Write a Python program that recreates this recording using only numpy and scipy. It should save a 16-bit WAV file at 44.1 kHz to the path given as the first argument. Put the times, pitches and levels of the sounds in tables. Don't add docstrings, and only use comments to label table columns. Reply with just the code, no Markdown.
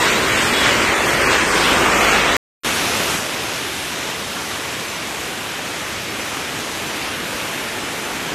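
import sys
import numpy as np
from scipy import signal
from scipy.fft import dct
from scipy.io import wavfile
from scipy.ndimage import uniform_filter1d, map_coordinates

SR = 44100
rng = np.random.default_rng(int(sys.argv[2]) if len(sys.argv) > 2 else 0)


def gain_from_decibels(decibels):
    exponent = np.asarray(decibels, float) / 20
    return 10 ** exponent


def unload_audio(sound):
    columns = np.transpose(np.atleast_2d(sound))
    steps = np.round(np.clip(columns, -1, 1) * 32767)
    wavfile.write(sys.argv[1], SR, steps.astype(np.int16))


N = 368182
CUT_S, RESUME_S = 2.36665, 2.6455
WINDOW = 1024
TAPER = np.sin(np.pi * (np.arange(2 * WINDOW) + .5) / (2 * WINDOW))


def street_rain():
    # f/Hz, level/dB per Hz
    colour = [(15, -57), (30, -21.5), (56, -8), (150, -6.5), (250, -3), (410, -1.5), (750, -5.5),
              (1200, -2.5), (2350, -4), (4070, -14), (8300, -18.5), (9500, -22.5), (10200, -31),
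              (13700, -27.5)]
    # f/Hz, step/dB above the noise there
    steps = [(300, -10), (1500, -3), (2500, 3), (3100, 7.5), (4500, 6.5), (6500, 4), (9300, 5), (10000, 11),
             (10700, 7.5), (13500, 6.5)]
    return water(colour, downpour, steps, per_s=30000, spread_db=1.0,
                 surge_db=0.92, patch_db=1.0, flicker_db=0.95, jump_db=2.5)


def downpour(s):
    # t/s, level/dB
    strength = [
        (0, -18),
        (.6, -17),
        (1.3, -17),
        (1.8, -16),
        (2.1, -16),
        (2.37, -17.5),
    ]
    level_db = column(strength, 1, s)
    swing_db = level_db - np.mean(np.array(strength)[:, 1])
    rumble_follows, hiss_follows = -0.36, -.3
    return level_db, rumble_follows * swing_db, hiss_follows * swing_db


def ramp_water():
    # f/Hz, level/dB per Hz
    colour = [(15, -55), (30, -27), (65, -6), (105, -5), (220, -2.5), (325, -1.5), (800, -4.5),
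              (2500, -4.5), (3600, -8), (4500, -12), (6000, -12.5), (8800, -17), (10300, -18),
              (13700, -22.5)]
    # f/Hz, step/dB above the noise there
    steps = [(300, -12), (3000, -4), (6000, 1), (10000, 4), (12500, 5.5), (13600, 8)]
    return water(colour, torrent, steps, per_s=30000, spread_db=.8,
                 surge_db=0.28, patch_db=0.62, flicker_db=0.46, jump_db=2.5)


def torrent(s):
    since_duck = np.maximum(s - 3.16, 0)
    turned_s = np.maximum(s - 3.95, 0)
    fast = 1 - np.exp(-since_duck / .035)
    slow = 1 - np.exp(-since_duck / 0.84)
    level_db = -22 - 3.5 * fast - 3.5 * slow + 0.47 * turned_s
    rumble_db = -0.24 * slow + 0.2 * turned_s
    hiss_db = 0.74 - 0.54 * turned_s
    return level_db, rumble_db, hiss_db


def water(colour, flow, steps, per_s, spread_db, surge_db, patch_db, flicker_db, jump_db):
    cells = to_cells(splashes(per_s, spread_db))
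    s = np.arange(len(cells)) * WINDOW / SR
    hz = np.maximum((np.arange(WINDOW) + .5) * SR / 2 / WINDOW, 15)
    surges_db = surge_db * patches(hz, s, .4, 9.0)
    swell_db = surges_db + patch_db * patches(hz, s, 2.98, 6.0)
    cells = cells * gain_from_decibels(flicker_db * patches(hz, s, 6.0, 25.0))
    step = gain_from_decibels(at_hz(steps, hz) + jump_db * patches(hz, s, 16.0, 26.0, order=0))
    cells = np.sign(cells) * np.floor(np.abs(cells) / step + .4) * step
    cells = cells / uniform_filter1d(np.sqrt(np.mean(cells ** 2, axis=0)) + 1e-9, size=25)
    lows = np.clip(np.log2(900 / hz), 0, 1)
    tops = np.clip(np.log2(hz / 2300), 0, 1)
    _, rumble_db, hiss_db = flow(s)
    tilt_db = np.outer(rumble_db, lows) + np.outer(hiss_db, tops)
    sound = from_cells(cells * gain_from_decibels(at_hz(colour, hz) + tilt_db + swell_db))
    middle_band = signal.butter(4, [700, 3000], "band", fs=SR, output="sos")
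    middle = signal.sosfilt(middle_band, sound)
    level_db = flow(np.arange(N) / SR)[0]
    return sound / np.sqrt(np.mean(middle ** 2)) * gain_from_decibels(level_db)


def splashes(per_s, spread_db):
    sizes = gain_from_decibels(spread_db * np.minimum(rng.exponential(1, N), 5)) * rng.standard_normal(N)
    return rms_one(sizes * (rng.random(N) < per_s / SR))


def patches(hz, s, per_octave, per_s, order=1):
    where = np.meshgrid(s * per_s, np.log2(hz / hz[0]) * per_octave, indexing="ij")
    field = map_coordinates(rng.standard_normal((400, 200)), where, order=order, mode="wrap")
    return field * (1 + .4 * order)


def horn():
    # multiple of the base pitch, level/dB
    partials = [(5, -8), (6, -4), (7, 0), (8, -6), (9, -11)]
    base_hz = 483.2
    t = np.arange(N) / SR
    shakes = uniform_filter1d(rng.standard_normal((len(partials), N)), size=600, axis=1)
    tone = np.zeros(N)
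    for (multiple, level_db), shake in zip(partials, shakes):
        tone += gain_from_decibels(level_db) * np.sin(2 * np.pi * multiple * base_hz * t + 26 * shake)
    start_s, attack_s, hold_s, release_s = .522, .014, .15, .03
    corners = start_s + np.cumsum([0, attack_s, hold_s, release_s])
    return tone * gain_from_decibels(-23) * np.interp(t, corners, [0, 1, 1, 0]) ** 2


def idle():
    # t/s, f/Hz, level/dB
    engine = [
        (0, 62, -46),
        (1.2, 60, -45),
        (1.5, 54, -39),
        (1.9, 55, -37),
        (2.37, 60, -37),
    ]
    t = np.arange(N) / SR
    unsteady = uniform_filter1d(rng.standard_normal(N), size=4000)
    phase = 2 * np.pi * np.cumsum(column(engine, 1, t)) / SR
    return gain_from_decibels(column(engine, 2, t) + 3) * np.sin(phase + 40 * unsteady)


def difference(mid, level_db):
    shift = 687
    cells = to_cells(np.roll(mid, -shift))
    s = np.arange(len(cells)) * WINDOW / SR
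    hz = (np.arange(WINDOW) + .5) * SR / 2 / WINDOW
    when, where, wide = rng.random((3, len(cells)))
    per_s = np.where(s < CUT_S, .5, 3.2)
    parted = when < per_s * WINDOW / SR
    low_hz = 4500 * (12000 / 4500) ** where
    octaves = .25 * (.5 + 2 * wide ** 4 + .3)
    high_hz = low_hz * 2 ** octaves
    mask = parted[:, None] * (hz > low_hz[:, None]) * (hz < high_hz[:, None])
    signs = rng.choice([-1, 1], cells.shape)
    return np.roll(from_cells(cells * mask * gain_from_decibels(level_db) * signs), shift)


def phone_top(x):
    edge = signal.ellip(12, .2, 45, 13890, fs=SR, output="sos")
    return signal.sosfiltfilt(edge, x)


def to_cells(x):
    slices = np.pad(x, (WINDOW, 2 * WINDOW - len(x) % WINDOW)).reshape(-1, WINDOW)
    a, b, c, d = np.split(np.hstack([slices[:-1], slices[1:]]) * TAPER, 4, axis=1)
    return dct(np.hstack([-c[:, ::-1] - d, a - b[:, ::-1]]), type=4, norm="ortho")


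def from_cells(cells):
    u, v = np.split(dct(cells, type=4, norm="ortho"), 2, axis=1)
    slices = np.hstack([v, -v[:, ::-1], -u[:, ::-1], -u]) * TAPER
    return (slices[:-1, WINDOW:] + slices[1:, :WINDOW]).ravel()[:N]


def rms_one(x):
    return x / np.sqrt(np.mean(x ** 2) + 1e-20)


def column(rows, k, s):
    return np.interp(s, np.array(rows)[:, 0], np.array(rows)[:, k])


def at_hz(points, hz)  :
    return np.interp(np.log(hz), np.log(np.array(points)[:, 0]), np.array(points)[:, 1])


def scene():
    t = np.arange(N) / SR
    street = street_rain() + horn() + idle()
    street = street / (1 + (street / .9) ** 8) ** (1 / 8)
    ramp = ramp_water()
    near_cut = np.exp((t - CUT_S).clip(None, 0) / .00016)
    street = phone_top(street) * (1 - near_cut) + near_cut
    lead_in = gain_from_decibels(-14) * (t > 2.6345)
    ramp = phone_top(ramp * np.where(t > RESUME_S, 1, lead_in))
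    mid = street * (t < CUT_S) + ramp
    side = difference(mid, -2)
    return np.array([mid + side, mid - side])


def top_cut(x):
    return signal.sosfilt(signal.butter(12, 15900, fs=SR, output="sos"), x)


def record(dry):
    return top_cut(dry)


dry = scene()
out = record(dry)
unload_audio(out)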